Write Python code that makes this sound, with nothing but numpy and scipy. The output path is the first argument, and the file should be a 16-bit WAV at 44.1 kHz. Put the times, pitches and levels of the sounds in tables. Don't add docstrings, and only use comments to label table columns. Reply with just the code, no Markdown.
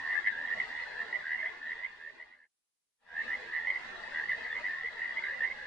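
import sys
import numpy as np
from scipy import signal
from scipy.fft import rfft, irfft
from scipy.io import wavfile
from scipy.ndimage import uniform_filter1d

SR = 44100
rng = np.random.default_rng(int(sys.argv[2]) if len(sys.argv) > 2 else 0)


def persist_wave(psi):
    counts = np.round(np.clip(psi, -1, 1) * 32767).astype(np.int16)
    wavfile.write(sys.argv[1], SR, np.atleast_2d(counts).T)


N = 249606

# start_s, end_s, pulses_per_s, middle_pitch_hz, climb_hz, full_level_db, swell_db, left_minus_right_db
NEAR_CALLS = [(0.002, 0.089, 82, 1880, 29, -31.5, 0.5, -3.5), (0.056, 0.139, 95, 1823, 228, -25, 13.5, 1.5),
              (0.09, 0.167, 88, 2003, 53, -29, 2, -5), (0.155, 0.191, 94, 1733, 53, -24.5, 3.5, 14.5),
              (0.244, 0.284, 100, 2008, 168, -22, 8.5, -4), (0.273, 0.303, 115, 1798, 81, -27, -3.5, 13.5),
              (0.328, 0.464, 82, 1750, 190, -29, 2, -0.5), (0.386, 0.451, 78, 1950, 63, -42, 0, -2.5),
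              (0.476, 0.487, 91, 1910, 42, -26.5, -0.5, -5), (0.504, 0.538, 88, 1860, 105, -23, 2.5, -3.5),
              (0.567, 0.577, 104, 1980, 1, -27.5, 5, 0), (0.602, 0.615, 83, 2060, -1.5, -22.5, 0.5, -2.5),
              (0.605, 0.651, 65, 1953, 31.5, -30.5, -4.5, 1), (0.704, 0.838, 82, 1930, 138, -29, 3.5, -3),
              (0.869, 0.881, 83, 1770, 0.5, -38, 0, -1), (0.885, 0.935, 80, 2080, 80.5, -46, 2, -0.5),
              (0.906, 0.968, 81, 1720, 2, -34.5, 5.5, 1), (0.981, 1.029, 83, 1815, 144.5, -27.5, 2.5, -2),
              (1.049, 1.101, 58, 1790, 38, -39.5, 0, -6), (1.112, 1.13, 56, 1915, 81, -22, 11.5, -1.5),
              (1.143, 1.166, 130, 1975, 48, -28, 0.5, -8.5), (1.191, 1.225, 59, 1860, 1, -34, 3.5, -2),
              (1.243, 1.345, 80, 1692, 198, -29, 7, -1), (1.256, 1.359, 78, 1953, 32, -25, 6.5, -2.5),
              (1.382, 1.424, 95, 2070, 82, -26.5, 6.5, -3.5), (1.431, 1.457, 77, 1840, 51, -25.5, -0.5, -2),
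              (1.46, 1.493, 91, 2045, 3, -28, -4.5, -0.5), (1.617, 1.733, 78, 1827, 130, -27.5, 3.5, -1),
              (1.649, 1.73, 85, 1950, 183, -27, 6.5, -3), (1.757, 1.828, 79, 1920, 80, -29, 3, -3),
              (1.836, 1.862, 77, 2083, 98, -20, 5.5, -2.5), (2.002, 2.1, 82, 1802, 199, -26.5, 9, -3.5),
              (2.124, 2.174, 80, 1860, -60.5, -44, 10, -1.5), (2.202, 2.239, 81, 1992, 99, -25.5, -2, -0.5),
              (2.26, 2.349, 90, 1935, 181, -30, 14, -2.5), (2.354, 2.467, 80, 1745, 60, -26.5, 9, -1.5),
              (2.43, 2.453, 87, 2038, 59.5, -26, 4, -2.5), (3.066, 3.09, 80, 1700, 2, -35.5, 3.5, 0.5),
              (3.105, 3.218, 80, 1738, 279, -23.5, 9.5, -2), (3.237, 3.265, 70, 1780, -28, -46, -1, -1),
              (3.281, 3.318, 81, 1820, 89, -23.5, 6.5, -2.5), (3.322, 3.353, 97, 1990, 81.5, -25, -0.5, 1),
              (3.488, 3.662, 81, 1826, 180, -28.5, 8, -2.5), (3.535, 3.589, 122, 1970, 72, -27.5, 0.5, -2),
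              (3.673, 3.692, 102, 2050, 3, -26.5, -2, -4), (3.704, 3.713, 103, 2088, 1, -22.5, -2.5, -2),
              (3.724, 3.773, 82, 2010, 134, -27, 5, -2.5), (3.795, 3.84, 88, 2100, -110, -42.5, 6.5, -4.5),
              (3.861, 3.885, 83, 1680, -3, -54, 5, 2), (3.964, 4.116, 26, 1850, -5, -34.5, 8, 2),
              (4.123, 4.236, 81, 1678, 183, -30, 9.5, 0.5), (4.148, 4.199, 80, 1940, 12, -25, 3.5, -1),
              (4.24, 4.276, 56, 1915, 37, -32.5, -1, -4.5), (4.296, 4.33, 113, 2032, 29, -31, -10.5, 0),
              (4.32, 4.348, 71, 1867, 64, -24, 1.5, 0), (4.41, 4.474, 92, 1910, 189.5, -32, 3.5, -1),
              (4.467, 4.554, 80, 1815, 199.5, -27, 9.5, -0.5),
              (4.557, 4.588, 97, 2065, 30.5, -28.5, 0.5, -2), (4.645, 4.675, 100, 1976, 99, -24, 3, -3.5),
              (4.685, 4.824, 79, 1873, 81, -31, -3, -0.5), (4.836, 4.886, 80, 1995, 132, -27, 3, -1),
              (4.97, 5.058, 80, 1903, 129, -26, 8.5, -2.5), (5.065, 5.124, 69, 1907, 30.5, -29, 3.5, -2.5),
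              (5.144, 5.16, 62, 1880, -3, -44.5, -6, 2), (5.174, 5.192, 109, 2094, 82.5, -24.5, -1, -2.5),
              (5.224, 5.322, 82, 1686, 220.5, -28, 11.5, -1), (5.24, 5.268, 72, 2070, -0.5, -27, -3.5, -2),
              (5.271, 5.314, 67, 1890, 34, -30, 2.5, 0), (5.326, 5.384, 102, 1990, -3, -35, -3, -4),
              (5.408, 5.45, 72, 1863, 62, -22, 2.5, -2), (5.443, 5.487, 90, 2055, 34, -28.5, -2, -4),
              (5.502, 5.524, 91, 2070, 92.5, -30, 9, -2), (5.587, 5.656, 72, 1710, 116, -35, 6, 0)]
PARTIAL_MULTIPLES = (.5, 1, 1.5, 2)
PARTIAL_LEVELS_DB = (-30.5, -0.5, -30, -44)
# pitch_hz, relative_level_db
AIR_SPECTRUM = [(30, -5.5), (80, -13), (160, -13.5), (260, -5.5), (340, -8), (550, -3.5), (920, -4.5),
                (1300, -3), (2900, -8.5), (4500, -15), (5600, -22), (8000, -30), (10000, -39.5),
                (11300, -58.5)]
# pitch_hz, correlation (no unit)
AIR_LIKENESS = [(40, 0.13), (250, 0.28), (900, 0.3), (2500, 0.013), (4500, 0.0076), (10000, 0.083)]
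# pitch_hz, width_hz, level_db
AIR_COLOUR = [(207, 3.9, -4), (244, 5.6, 1), (308, 16, -7.5), (347, 22, 1), (422, 20, -1.5),
              (552, 14, -5.5), (635, 8.5, 3), (680, 14, -3.5), (850, 36, 2.5), (960, 47, 3.5),
              (1281, 45, -5), (2230, 89, -9), (3085, 59, -8), (3470, 6, 2.5), (3880, 26, 6),
              (4180, 14, -2.5), (4510, 30, 4.5)]
# middle_s, pitch_hz, half_length_s, level_db
STRAY_TONES = [(0.823, 4180, 0.0084, -53.5), (0.863, 1520, 0.0051, -43.5), (1.624, 265, 0.012, -59),
               (3.439, 452, 0.015, -64), (4.308, 4510, 0.11, -64.5), (4.533, 3470, 0.014, -52),
               (4.849, 466, 0.0075, -49)]

T = np.arange(N) / SR
FREQS = np.arange(N // 2 + 1) * SR / N

RISE_S, RING_S, STRETCH_PER_DB = .0042, .007, .017
SAG_HZ, SAG_S = 60, .0035
SWELL_SHARE, RELEASE_DB, LEAD_DB = 0.7, 2.5, -10
SCATTER_DB, SCATTER_HZ, JITTER_S = 1.3, 15, .0003
BOUNCE_DB, BOUNCE_S = -15, (.0025, .010)
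RASP_DB, RASP_HZ = -33, (800, 3417)
NEAR_TRIM_DB, FAR_DB = -1.08, -47.5
EDGE_HZ, EDGE_WIDTH_HZ, EDGE_DB = 2353, 51, -14.5
AIR_DB, HUM_DB, HISS_DB = -49, -74.5, -84.5
HUM_HZ, TOP_HZ = 60, 11200
RIGHT_LAG_S = 3.6e-5
FADE_OUT_S, FADE_IN_S = (1.2, 2.485), (2.97, 3.24)


def undb(db):
    return 10 ** (np.asarray(db) / 20)


def level(x, db):
    return x * undb(db) / np.sqrt(np.mean(x ** 2))


def over_freq(points):
    hz, value = np.transpose(points)
    return np.interp(np.log(FREQS + 1), np.log(hz), value)


def delay(x, seconds):
    return irfft(rfft(x) * np.exp(-2j * np.pi * FREQS * seconds), N)


def walk(rate):
    hold = int(SR / rate)
    steps = np.repeat(rng.standard_normal(N // hold + 1), hold)
    return uniform_filter1d(steps, hold)[:N]


def trill(start, end, rate, middle_hz, climb_hz, full_db, swell_db):
    pulse_count = max(2, int(round((end - start) * rate)) + 1)
    along = np.linspace(0, 1, pulse_count)
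    along = np.append(-along[1], along)
    db = full_db - swell_db * np.clip(1 - along / SWELL_SHARE, 0, 1)
    db = db + LEAD_DB * (along < 0) - RELEASE_DB * (along == 1)
    return np.transpose([start + along * (end - start), middle_hz + climb_hz * (along - .5), db])


def sac_pulse(t, hz, db, long, flare=0.3, length_scatter=0.32):
    push_db = db + 30
    stretch = np.exp(STRETCH_PER_DB * push_db + length_scatter * np.tanh(long))
    rise, ring = RISE_S * stretch, RING_S * stretch
    inside = (t >= -rise) & (t <= ring)
    envelope = inside * np.cos(np.pi / 2 * t / np.where(t < 0, rise, ring)) ** 2
    cycles = hz * t - SAG_HZ * SAG_S * np.log(np.cosh(t / SAG_S))
    tone = 0
    for multiple, partial_db in zip(PARTIAL_MULTIPLES, PARTIAL_LEVELS_DB):
        gain = undb(partial_db + flare * push_db * (multiple != 1))
        tone = tone + gain * np.sin(2 * np.pi * multiple * cycles)
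    return undb(db) * envelope * tone


def add_call(out, call):
    *shape, pan_db = call
    chance = rng.standard_normal(size=(40, 4))
    lags = (SR * rng.uniform(*BOUNCE_S, size=2)).astype(int)
    sides = undb(np.array([pan_db, -pan_db]) / 2)
    for (centre, hz, db), (late, loud, sharp, long) in zip(trill(*shape), chance):
        centre = centre + JITTER_S * late
        hz = hz + SCATTER_HZ * sharp
        db = db + SCATTER_DB * loud
        i = np.arange(max(0, int((centre - .02) * SR)), min(N, int((centre + .03) * SR)))
        pulse = sac_pulse(i / SR - centre, hz, db, long)
        for channel, side, lag in zip(out, sides, lags):
            channel[i] += side * pulse
            fits = i + lag < N
            channel[i[fits] + lag] += undb(BOUNCE_DB) * side * pulse[fits]


def near_frogs():
    out = np.zeros((2, N))
    for call in NEAR_CALLS:
        add_call(out, call)
    band = signal.butter(3, RASP_HZ, "band", fs=SR, output="sos")
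    noise = signal.sosfilt(band, rng.standard_normal(N))
    outline = np.abs(signal.hilbert(out))
    rasp = outline * level(noise, RASP_DB)
    return (out + rasp) * undb(NEAR_TRIM_DB)


def far_frogs(count=170, low_hz=1700, high_hz=2070, climb_hz=170, swell_db=5, spread_db=5, pan_db=14):
    out = np.zeros((2, N))
    for k, (when, length, size, distance, side, pace) in enumerate(rng.random((count, 6))):
        start = (k + when) / count * (N / SR + .15) - .15
        end = start + 0.055 + .14 * length
        rate = 70 + 30 * pace
        middle_hz = low_hz + size * (high_hz - low_hz)
        call_db = -23.5 - spread_db * distance
        call_pan_db = pan_db * (2 * side - 1)
        add_call(out, (start, end, rate, middle_hz, climb_hz, call_db, swell_db, call_pan_db))
    return level(out, FAR_DB)


def surroundings(x, left_echo_s=.0062, right_echo_s=.0049, echo_db=-13.5, tail_db=-12.5, t60=0.33):
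    t = T[:SR // 2]
    tail = rng.standard_normal((2, len(t))) * undb(-60 * t / t60) * (t > .003)
    tail /= np.sqrt(np.sum(tail ** 2, axis=1, keepdims=True))
    echo = delay(x, np.array([[left_echo_s], [right_echo_s]]))
    scattered = signal.fftconvolve(x, tail, axes=1)[:, :N]
    return x + undb(echo_db) * echo + undb(tail_db) * scattered


def chorus():
    frogs = surroundings(near_frogs() + far_frogs())
    edge_db = EDGE_DB * np.exp(-.5 * ((FREQS - EDGE_HZ) / EDGE_WIDTH_HZ) ** 2)
    return irfft(rfft(frogs) * undb(edge_db), N)


def flicker(x, depth_db=5.0, treble_db=2, size=2048):
    hz, _, bands = signal.stft(x, SR, nperseg=size)
    chance = rng.standard_normal(bands.shape[1:])
    chance = uniform_filter1d(chance, size=3, axis=0)
    chance = uniform_filter1d(chance, size=4, axis=1)
    spread_db = np.interp(hz, (100, 300, 3500, 6000), (treble_db, depth_db, depth_db, treble_db))
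    db = spread_db[:, None] * chance / chance.std()
    return signal.istft(bands * undb(db), SR, nperseg=size)[1][:, :N]


def air(waver_db=1, grain_db=0.44, low_pan_db=4.5):
    mid, side = rfft(rng.standard_normal((2, N)))
    alike = np.clip(over_freq(AIR_LIKENESS), -.95, .95)
    sign = np.array([[1], [-1]])
    stereo = mid * np.sqrt(1 + alike) + sign * side * np.sqrt(1 - alike)
    pan_db = over_freq([(30, -2.5), (170, -8.5), (250, low_pan_db), (600, low_pan_db), (1300, 1.2)])
    colour_db = over_freq(AIR_SPECTRUM)
    for hz, width, db in AIR_COLOUR:
        colour_db = colour_db + db * np.exp(-.5 * ((FREQS - hz) / width) ** 2)
    hush = irfft(stereo * undb(colour_db + sign * pan_db / 2), N)
    waver = undb(waver_db * walk(9) + grain_db * walk(70))
    return level(flicker(hush) * waver, AIR_DB)


def mains_hum():
    return level(np.sin(2 * np.pi * HUM_HZ * T) * undb(6 * walk(36)), HUM_DB)


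def stray_tones():
    out = np.zeros(N)
    for middle, hz, half_length, db in STRAY_TONES:
        outline = np.exp(-.5 * ((T - middle) / half_length) ** 2)
        out += undb(db) * outline * np.sin(2 * np.pi * hz * T)
    return out


def scene():
    channels = chorus() + air() + mains_hum() + stray_tones()
    return delay(channels, np.array([[0], [RIGHT_LAG_S]]))


def record(dry, hiss_tilt=0.36):
    gain = np.interp(T, FADE_OUT_S, (1, 0)) + np.interp(T, FADE_IN_S, (0, 1)) ** 2
    thin_noise = signal.lfilter([1, -hiss_tilt], 1, rng.standard_normal((2, N)))
    hiss = level(thin_noise, HISS_DB)
    top_cut = signal.ellip(8, .2, 70, TOP_HZ, fs=SR, output="sos")
    return signal.sosfilt(top_cut, dry * gain + hiss)


dry = scene()
out = record(dry)
persist_wave(out)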